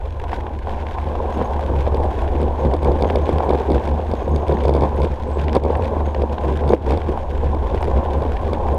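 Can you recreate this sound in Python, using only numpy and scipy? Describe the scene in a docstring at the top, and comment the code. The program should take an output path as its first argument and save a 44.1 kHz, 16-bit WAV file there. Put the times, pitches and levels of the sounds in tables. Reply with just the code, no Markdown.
"""A camera clamp swings near 70 Hz on a bicycle rolling over a gravel trail; wide swings strike a stop
with a thud and a tick. The tyres rumble through the frame into the camera's closed housing, gravel
crunches and stones click on the bicycle. Behind them tiny ticks prick the treble, a loose steel part
tinkles, a bird chirps twice and wind buffets the microphone port. High peaks briefly duck the gain."""
import sys
import numpy as np
from scipy import signal
from scipy.fft import rfft, irfft, next_fast_len
from scipy.io import wavfile
from scipy.ndimage import uniform_filter1d, map_coordinates

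SR = 44100
rng = np.random.default_rng(int(sys.argv[2]) if len(sys.argv) > 2 else 0)


def unload_wav(signal):
    """Save mono or channel-first audio to the path in sys.argv[1] as 16-bit WAV at rate SR, clipped to [-1, 1]."""
    wavfile.write(
        sys.argv[1],
        SR,
        np.round(np.clip(np.atleast_2d(signal).T, -1, 1) * 32767).astype(np.int16),
    )


N = 387198

# Roughness of the trail, as the level of the rumble above its deep part: time_s, level_db
ROUGHNESS = [(0.0, -42), (0.07, -31.5), (0.09, -40.5), (0.29, -33.5), (0.34, -29), (0.37, -33), (0.64, -38),
             (0.68, -29), (0.8, -33.5), (1.35, -28), (2.71, -29), (2.74, -26.5), (2.79, -32.5), (2.88, -24),
             (2.98, -30.5), (3.06, -24.5), (3.08, -29.5), (3.15, -22.5), (3.2, -31), (3.42, -25),
             (4.04, -30.5), (4.81, -28), (4.84, -20.5), (4.89, -29.5), (5.23, -33.5), (5.52, -29),
             (5.57, -25), (5.6, -32), (5.7, -27.5), (6.41, -31), (6.5, -25), (6.55, -33), (6.73, -26),
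             (6.8, -37), (6.92, -25.5), (6.97, -32.5), (7.21, -28), (7.24, -34), (7.85, -28), (8.78, -28)]
USUAL_RUMBLE_DB = -29.5


def amp(db):
    """Amplitude ratio of a level in decibels."""
    return 10 ** (np.asarray(db) / 20)


def unit(x):
    """Normalisation to an rms of 1."""
    return x / np.sqrt(np.mean(x ** 2) + 1e-20)


def curves(rows):
    """Linear interpolation: one value per sample for each column after the time."""
    time_s, *columns = np.transpose(rows)
    return [np.interp(np.arange(N) / SR, time_s, column) for column in columns]


def wobble(rate):
    """Slow random modulation: a spline through `rate` knots a second."""
    knots = rng.standard_normal(int(N * rate / SR) + 4)
    return map_coordinates(knots, [np.arange(N) * rate / SR])


def filtered(x, response):
    """Linear filtering: the spectrum times a complex frequency response."""
    size = next_fast_len(N + SR // 2)
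    return irfft(rfft(x, size) * response(np.fft.rfftfreq(size, 1 / SR)), size)[:N]


def coloured(x, spectrum):
    """Spectral shaping by (frequency_hz, level_db) points on a log axis, to an rms of 1."""
    hz, db = np.transpose(spectrum)
    return unit(filtered(x, lambda f: amp(np.interp(np.log(f + 1), np.log(hz), db, -120, -120))))


def resonate(x, modes):
    """Modal superposition: x drives damped resonances of alternating sign."""
    return filtered(x, lambda f: sum(
        (-1) ** k * amp(db) * 1j * f * width / (hz * hz - f * f + 1j * f * width)
        for k, (hz, width, db) in enumerate(modes)))


def muffled(x, top_hz):
    """Low-pass filtering: soft contacts carry no treble."""
    return signal.sosfilt(signal.butter(4, top_hz, fs=SR, output="sos"), x)


def patchy(x, depth_db):
    """Random amplitude modulation in patches of time and frequency."""
    spectra = signal.stft(x, nperseg=1024)[2]
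    field = uniform_filter1d(uniform_filter1d(rng.standard_normal(spectra.shape), 3, 0), 4, 1)
    return signal.istft(spectra * amp(depth_db * unit(field)), nperseg=1024)[1][:N]


def blows(times, db):
    """Impulse excitation: one sharp push at each time."""
    return np.bincount(np.round(np.asarray(times) * SR).astype(int), amp(db), N + SR)[:N]


def bursts(times, db, t60):
    """Noise excitation: an exponentially decaying puff at each time; db sets its energy."""
    t = np.arange(max(1024, round(t60 * SR) // 2)) / SR
    puffs = amp(-60 * t / t60) * rng.standard_normal((len(times), len(t)))
    puffs *= (amp(db) / np.linalg.norm(puffs, axis=1))[:, None]
    samples = np.round(np.asarray(times) * SR).astype(int)[:, None] + np.arange(len(t))
    return np.bincount(samples.ravel(), puffs.ravel(), N + SR)[:N]


def grainy(rate, spread_db, t60):
    """A Poisson process of contacts: noise jumps at each and decays after it; rms 1."""
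    contacts = rng.random(N) < rate / SR
    strength = amp(spread_db * np.minimum(rng.exponential(size=N), 4.5))  # stones have a largest size
    envelope = signal.lfilter([1], [1, -amp(-60 / (t60 * SR))], contacts * strength)
    return unit(envelope * rng.standard_normal(N))


def swing_state():
    """Level (dB) and pitch (Hz) of the clamp, a softening oscillator: bumps widen and slow its swing."""
    # Bumps in the trail: centre_s, added_swing_db, length_s
    bumps = [(0.41, -36, 0.26), (0.564, -25, 0.12), (0.797, -33, 0.57), (1.068, -27, 0.16),
             (1.213, -29, 0.32), (1.408, -24.5, 0.16), (1.571, -27, 0.15), (1.738, -21, 0.35),
             (1.953, -22, 0.25), (2.09, -31, 0.87), (2.425, -22, 0.38), (2.673, -19.5, 0.26),
             (2.891, -19, 0.36), (3.164, -21, 0.5), (3.36, -20, 0.13), (3.522, -20, 0.31),
             (3.733, -17.5, 0.19), (3.913, -21, 0.28), (4.105, -26, 0.25), (4.217, -35, 0.087),
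             (4.343, -19, 0.32), (4.514, -19.5, 0.11), (4.749, -18, 0.56), (5.019, -17.5, 0.17),
             (5.119, -20.5, 0.084), (5.473, -21.5, 0.77), (5.818, -26, 0.57), (6.04, -23.5, 0.23),
             (6.211, -21, 0.17), (6.316, -25, 0.1), (6.499, -20, 0.25), (6.699, -19.5, 0.33),
             (6.907, -18.5, 0.26), (7.089, -22, 0.18), (7.364, -29, 0.48), (7.512, -24.5, 0.45),
             (7.746, -25.5, 0.18), (7.867, -22.5, 0.2), (7.98, -20, 0.095), (8.208, -22, 0.42),
             (8.522, -24.5, 0.33), (8.722, -22.5, 0.22)]
    calm_db, rest_hz, sag_hz_per_width = -32, 77.63, 57.82
    t = np.linspace(0, N / SR, num=4000)
    swells = sum(amp(db) * np.cos(np.pi * np.clip((t - centre_s) / length_s, -.5, .5)) ** 2
                 for centre_s, db, length_s in bumps)
    width, = curves(np.c_[t, amp(calm_db) + swells])
    return 20 * np.log10(width), rest_hz - sag_hz_per_width * width


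def wind():
    """Turbulent pressure buffets the microphone port in low lumps."""
    # Strength of the gusts: time_s, level_db
    gusts = [(0, -28), (.6, -30.5), (1.6, -25), (5.2, -27.5), (8.78, -24.5)]
    # Spectrum of the buffeting: frequency_hz, density_db
    buffet = [(8, -24.5), (20, 3), (35, -12), (55, 3.5), (110, -10), (200, -37)]
    return amp(curves(gusts)[0] + 1.4 * wobble(2.0)) * coloured(rng.standard_normal(N), buffet)


def bird():
    """Two thin notes glide up and droop; reverberation among the trees smears them."""
    # Contour of each note: time_s, pitch_hz, level_db
    notes = [
        [(5.272, 7830, -66), (5.29, 8630, -66), (5.312, 8000, -72)],
        [(5.325, 7300, -60), (5.345, 8230, -66), (5.375, 8000, -72)],
    ]
    song = np.zeros(N)
    for note in notes:
        hz, db = curves(note)
        start, end = round(note[0][0] * SR), round(note[-1][0] * SR)
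        tone = amp(db) * np.sin(2 * np.pi * np.cumsum(hz) / SR)
        song[start:end] = tone[start:end] * signal.windows.tukey(end - start, .3)
    reverb_t60, reverb_db = 0.16, 7
    tail = rng.standard_normal(SR // 5) * amp(-60 * np.arange(SR // 5) / SR / reverb_t60)
    return song + amp(reverb_db) * signal.fftconvolve(song, tail / np.linalg.norm(tail))[:N]


def tinkle():
    """Lightly damped modes of a loose steel part jingle, each in its own spells, and ring when jolted."""
    # Modes of the steel: pitch_hz, width_hz, jolt_gain_db
    steel_modes = [(6490, 57, -2), (10030, 110, -17), (14140, 50, -18)]
    # Jingling drive of each mode: time_s, low_db, middle_db, high_db
    jingle = [(0, -59, -59, -68), (1.1, -58, -70, -70), (1.3, -61, -59, -72), (3.4, -50, -59, -63),
              (3.7, -56, -69, -68), (4.4, -48, -66, -72), (5.3, -57, -69, -71.5), (8.78, -57, -67, -77)]
    # Jolts to the part: start_s, level_db
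    jolt_events = [(1.327, -1), (1.4431, -3), (2.593, -5), (3.02, -5), (3.068, -9), (3.22, -3),
                   (4.1649, -4), (4.31, -3), (4.345, -1), (4.3994, -6), (4.55, -9), (6.0566, -3),
                   (6.692, -0.5)]
    jolts = bursts(*np.transpose(jolt_events), t60=0.18)
    ringing = np.zeros(N)
    for (hz, width, jolt_db), drive_db in zip(steel_modes, curves(jingle)):
        rattle = amp(drive_db + 2.8 * wobble(14)) * grainy(250, spread_db=-1.0, t60=.05)
        ringing += resonate(amp(jolt_db) * jolts + rattle, [(hz, width, 0)])
    return ringing


def tiny_ticks():
    """Brief bursts excite high resonances: ticks with nothing but treble."""
    # Thin high ticks: time_s, level_db
    ticks = [(1.3765, -30), (1.9708, -29), (2.0433, -25), (2.4167, -26.5), (2.8319, -27), (3.0105, -29),
             (3.33, -29), (3.4517, -27), (4.293, -28), (4.654, -33), (4.9637, -27), (5.0045, -29),
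             (5.0461, -25.5), (5.7726, -30), (7.8204, -23.5), (7.845, -27), (8.181, -29.5), (8.747, -24)]
    # Their modes: pitch_hz, width_hz, gain_db
    modes = [(8600, 1200, 5.5), (13200, 1500, -16)]
    time_s, db = np.transpose(ticks)
    return resonate(bursts(time_s - .001, db, t60=.006), modes)


def stones():
    """Impacts of stones: each click has a dull body and a bright edge; hard ones knock the housing."""
    # Loudest stones: time_s, click_db, treble_over_click_db, knock_db
    loud_stones = [(.198, -8, -19, -14), (.2397, -6.5, -20, 14), (.2937, -9, -21, 6), (.318, -7.5, -19, 5),
                   (.3316, -4.5, -23, 21), (.4028, -12, -30, 1), (.4667, -10, -34, 9), (.672, -15, -29, 15),
                   (.8672, -8, -32, 10), (.985, -10, -22, 16), (1.1544, -11, -20, 17),
                   (1.3255, -14, -20, 12), (1.4142, -11, -38, 19), (1.594, -13.5, -14, 18),
                   (1.8664, -8, -33, 15), (1.9697, -9, -27, -2), (2.2775, -8.5, -23, 5),
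                   (2.354, -12.5, -26, 3), (2.4157, -11.5, -19, 3), (3.0456, -7, -33, 18),
                   (3.1003, -1, -24, 18), (3.327, -14, -29, 7.5), (3.3839, -6, -16, 15.5),
                   (3.405, -13, -24, 22), (3.4332, -14.5, -19, 16), (3.7801, -8.5, -26, 16),
                   (4.5697, -8, -33, 2), (4.6064, -7, -27, 3), (5.3971, -7, -21, -8.5),
                   (5.4818, -1, -32, -5), (5.4943, -5.5, -23, -5.5), (5.5301, -6.5, -13, 8),
                   (5.557, -4, -20, 22), (5.753, -5, -32, 15), (5.8543, -4.5, -31, -5.5),
                   (6.006, -14, -21, 13), (6.147, -5, -22, 14), (6.3822, -5.5, -41, 12),
                   (6.638, -15, -35, 11), (6.864, -16, -12, 2), (7.017, -8, -25, 3),
                   (7.1758, -18.5, -4.5, 19.5), (7.7763, -7, -28, 4), (7.8275, -3.5, -17, 17),
                   (7.8426, -10, -15, 11.5), (7.913, -15, -13, 8), (8.06, -13, -29, 10),
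                   (8.251, -12, -22, -3), (8.3685, -6, -36, 4), (8.6685, -13, -26, 7),
                   (8.686, -11, -15, 18)]
    # Modes of the housing: pitch_hz, width_hz, gain_db
    housing_modes = [(717, 74, 7.5), (958, 265, 0)]
    # Eighty small stones fly at random times; same columns.
    largest_db, scatter_db = (-16, -21.5, -2.5), (6, 11.5, 5)
    chance = rng.random((80, 4))
    small_stones = np.c_[chance[:, 0] * N / SR, largest_db - scatter_db * chance[:, 1:]]
    time_s, click_db, treble_db, knock_db = np.vstack([loud_stones, small_stones]).T
    body_modes = [(1530, 510, 8.5), (2330, 1030, 7), (3620, 1180, -0.5)]
    edge_modes = [(4800, 820, 12.0), (9000, 5000, -23.0)]
    body = resonate(bursts(time_s, click_db, t60=0.018), body_modes)
    edge = resonate(bursts(time_s, click_db + treble_db, t60=0.0045), edge_modes)
    knock = resonate(blows(np.abs(time_s - .0015), knock_db), housing_modes)
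    return muffled(body, top_hz=5970) + edge + muffled(knock, top_hz=1500)


def gravel():
    """Granular noise: dense cracks of every stone size, in clumps, over a thin hiss."""
    # Bands in which small to tiny stones crack: centre_hz, width_hz, gain_db
    pebble_bands = [(2000, 1800, 0.5), (3400, 4300, 3), (8600, 8400, -4.5)]
    # Spectrum of the crunch: frequency_hz, density_db
    crunch_spectrum = [(820, -20), (1400, -1.5), (1520, 2), (1890, -7), (2460, -7.5), (2890, -11),
                       (3360, -10), (4400, -19), (13300, -33), (14400, -30.5), (15500, -55)]
    clumps = amp(0.13 * (swing_state()[0] + 22) + 1.7 * wobble(9.6) + 2.7 * wobble(24))
    shared_grains = grainy(200, spread_db=4.0, t60=0.011)
    cracks = sum(resonate(0.7 * shared_grains + grainy(400, spread_db=5.0, t60=0.019), [band])
                 for band in pebble_bands)
    hiss = .8 * rng.standard_normal(N)
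    # The crunch lies under the rumble and follows part of each change in it.
    level_db = USUAL_RUMBLE_DB - 15.5 + 0.57 * (curves(ROUGHNESS)[0] - USUAL_RUMBLE_DB)
    return amp(level_db) * coloured(unit(clumps * cracks) + hiss, crunch_spectrum)


def tyres():
    """Structure-borne sound: tyres rumble through the frame; bumps swell the deep part most."""
    # Spectrum of the rumble through the frame: frequency_hz, density_db
    frame_spectrum = [(59, -43), (100, -7.5), (129, -11.5), (166, -13), (228, -5.5), (280, -11), (339, -6),
                      (531, -7.5), (606, -14), (830, -14), (1040, -16.5), (1270, -37.5), (1800, -42.5),
                      (2340, -76), (3960, -120)]
    rumble_db, = curves(ROUGHNESS)
    bump_db = swing_state()[0] + 22
    lumps = grainy(500, spread_db=3.0, t60=0.023) + 1.06 * rng.standard_normal(N)
    rumble = coloured(patchy(lumps, depth_db=1.95), frame_spectrum)
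    deep = filtered(rumble, lambda hz: 1 / (1 + (hz / 560) ** 8))
    upper = rumble - deep
    # The deep part ignores 45% of each change in roughness.
    deep_db = -4.5 - 0.45 * (rumble_db - USUAL_RUMBLE_DB) + 0.71 * bump_db
    level_db = rumble_db + 0.024 * bump_db + 0.63 * wobble(6.5)
    return amp(level_db) * (upper + amp(deep_db) * deep) / np.std(upper)


def clamp():
    """An impact oscillator: the clamp swings, and each wide cycle meets the stop with a thud and a tick."""
    # Hardest contacts with the stop: time_s, tick_db, thud_db
    contacts = [(1.418, -23, 21), (1.703, -21, 16), (1.8756, -17, 21), (1.9455, -3, 21.5),
                (2.002, -14, 19.5), (2.0541, -14, 21), (2.402, -20, 19), (2.4165, -18, 15.5),
                (2.4292, -4, 22), (2.6506, -5.5, 21), (2.6626, -20, 12), (2.7377, 0, 24.5),
                (2.7516, -21, 20), (2.765, -6.5, -2), (2.8305, -5, 18), (2.8463, 1.5, 4), (2.8586, -13, 23),
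                (2.8726, -11, 23), (2.887, -18, 20), (2.918, -4.5, 20), (2.9579, -18, 19), (3.01, -7, 16),
                (3.023, 5, 23), (3.0379, -17, 24.5), (3.0563, -22, 24.5), (3.1062, -3, 19.5),
                (3.1573, 7, 23.5), (3.1734, -20, 22), (3.293, 0, 26.5), (3.4927, 1.5, 18), (3.5064, 1, 26),
                (3.5344, -8, 25), (3.549, -13, 23.5), (3.7023, -2, 23.5), (3.718, 1, 19), (3.745, -6, 18),
                (3.759, -17, 23), (3.875, -3, 6.5), (3.9975, -23, 18.5), (4.1142, 0, 16),
                (4.138, -5.5, 21.5), (4.2807, -14, 19.5), (4.3609, 1, 11), (4.4815, 1.5, 6),
                (4.496, -22, 25), (4.523, -4.5, 22), (4.637, -1, 9), (4.654, 1, 24), (4.681, -1, 21.5),
                (4.6944, -1, 26.5), (4.7099, -10, 22), (4.738, 1, 1), (4.7511, -1, 25.5), (4.766, -2, 21),
                (4.7788, -20, 21), (4.8082, 0, 11), (4.823, -2, 23), (4.8365, -3, 21), (4.8496, -18, 15),
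                (4.989, -15, 19), (5.018, -1, 5), (5.033, -5, 15), (5.0449, -2.5, 18.5),
                (5.0705, -17, 17.5), (5.3727, -14, 19), (5.5236, -17, 15), (5.5513, 8, 21),
                (5.5667, 1.5, 31), (5.637, 1, 14), (5.6515, -5, 23), (5.6642, -20, 22.5), (5.7052, -15, 24),
                (5.7971, -29, 22.5), (5.8443, -5, -4), (6.2217, -3, 19), (6.2378, -22, 21),
                (6.6777, -4.5, 7.5), (6.692, 2, 11), (6.707, -7, 27), (6.721, -1.5, 18), (6.736, -1, 33),
                (6.9073, 3, 19), (6.9225, -2, 26), (6.9363, -7, 20), (6.9502, -25, 19), (6.974, -2, 19),
                (7.0914, -9, 16), (7.437, -19, 20.5), (7.548, -7, 18.5), (7.7473, -6, 20.5),
                (7.8824, -12, 20.5), (7.972, -15, 19.5), (8.2215, -5, 21), (8.533, 2.5, 21)]
    # Thud modes of the shell: pitch_hz, width_hz, gain_db
    shell_modes = [(219, 130, 1), (302, 25, 6), (339.5, 39, 5), (493, 95, 9.5), (940, 370, -4.5)]
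    # Tick modes, passed twice (stop and clamp arm): pitch_hz, width_hz, gain_per_pass_db
    stop_modes = [(2230, 294, 1), (3510, 440, -0.36), (4700, 860, -3.5), (8950, 1700, -10),
                  (13500, 2400, -18)]
    contact_s, tick_db, thud_db = np.transpose(contacts)
    swing_db, swing_hz = swing_state()
    turns = np.cumsum(swing_hz + 2 * wobble(20)) / SR
    at_contact = turns[(contact_s * SR).astype(int)]
    slip = np.unwrap(at_contact - np.round(at_contact), period=1)
    turns -= np.interp(np.arange(N) / SR, contact_s, slip)  # each hard contact falls on a whole turn
    phase = 2 * np.pi * (turns - .4)
    level_db = swing_db + 1.32 * wobble(30)
    past_gap_db = np.minimum(level_db + 18.5, 1.5)
    overtone = amp(-13.0 + 2.6 * past_gap_db) * np.cos(2 * phase - .7)  # the stop bends wide swings
    swing = np.sqrt(2) * amp(level_db) * (np.cos(phase) + overtone)

    bottoms = np.flatnonzero(np.diff(np.floor(turns + .17)) > 0)
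    reach_db = past_gap_db[bottoms] + 0.37 * rng.standard_normal(len(bottoms))
    thuds = resonate(bursts(bottoms / SR, 5 + 3.6 * reach_db, t60=0.02), shell_modes)
    widening = 1.2  # a hard contact damps the shell
    damped_modes = [(hz, widening * width, db) for hz, width, db in shell_modes]
    thuds -= resonate(blows(contact_s - .0024, thud_db), damped_modes) / widening

    hard_ticks = bursts(contact_s + .0005, tick_db - 8, t60=.006) + blows(contact_s + .0006, tick_db)
    light_ticks = bursts(bottoms / SR + .0017, -27 + 3.2 * reach_db, t60=.006)
    ticks = resonate(resonate(hard_ticks + light_ticks, stop_modes), stop_modes)
    return swing + muffled(thuds, top_hz=1024) + ticks


def scene():
    """Superposition of all sources in one channel."""
    return (clamp() + tyres() + gravel() + stones() + tiny_ticks() + tinkle() + bird() + wind())[None]


def record(dry):
    """Automatic gain control ducks after high peaks and recovers; soft clipping and a band limit follow."""
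    threshold, duck_db, recovery_db_per_s, attack_s, top_hz = .86, 5, 45, .018, 15620
    climb_db = recovery_db_per_s * np.arange(N) / SR
    trip_db = duck_db * np.clip((np.abs(dry[0]) - threshold) / .1, 0, 1)
    drop_db = np.maximum.accumulate(trip_db + climb_db) - climb_db
    lag = round(attack_s * SR)
    ducked = dry[0] * amp(-uniform_filter1d(np.pad(drop_db, (lag, 0))[:N], lag))
    rounded = ducked / (1 + np.abs(ducked) ** 8) ** (1 / 8)
    return filtered(rounded, lambda hz: hz < top_hz)[None]


dry = scene()
out = record(dry)
unload_wav(out)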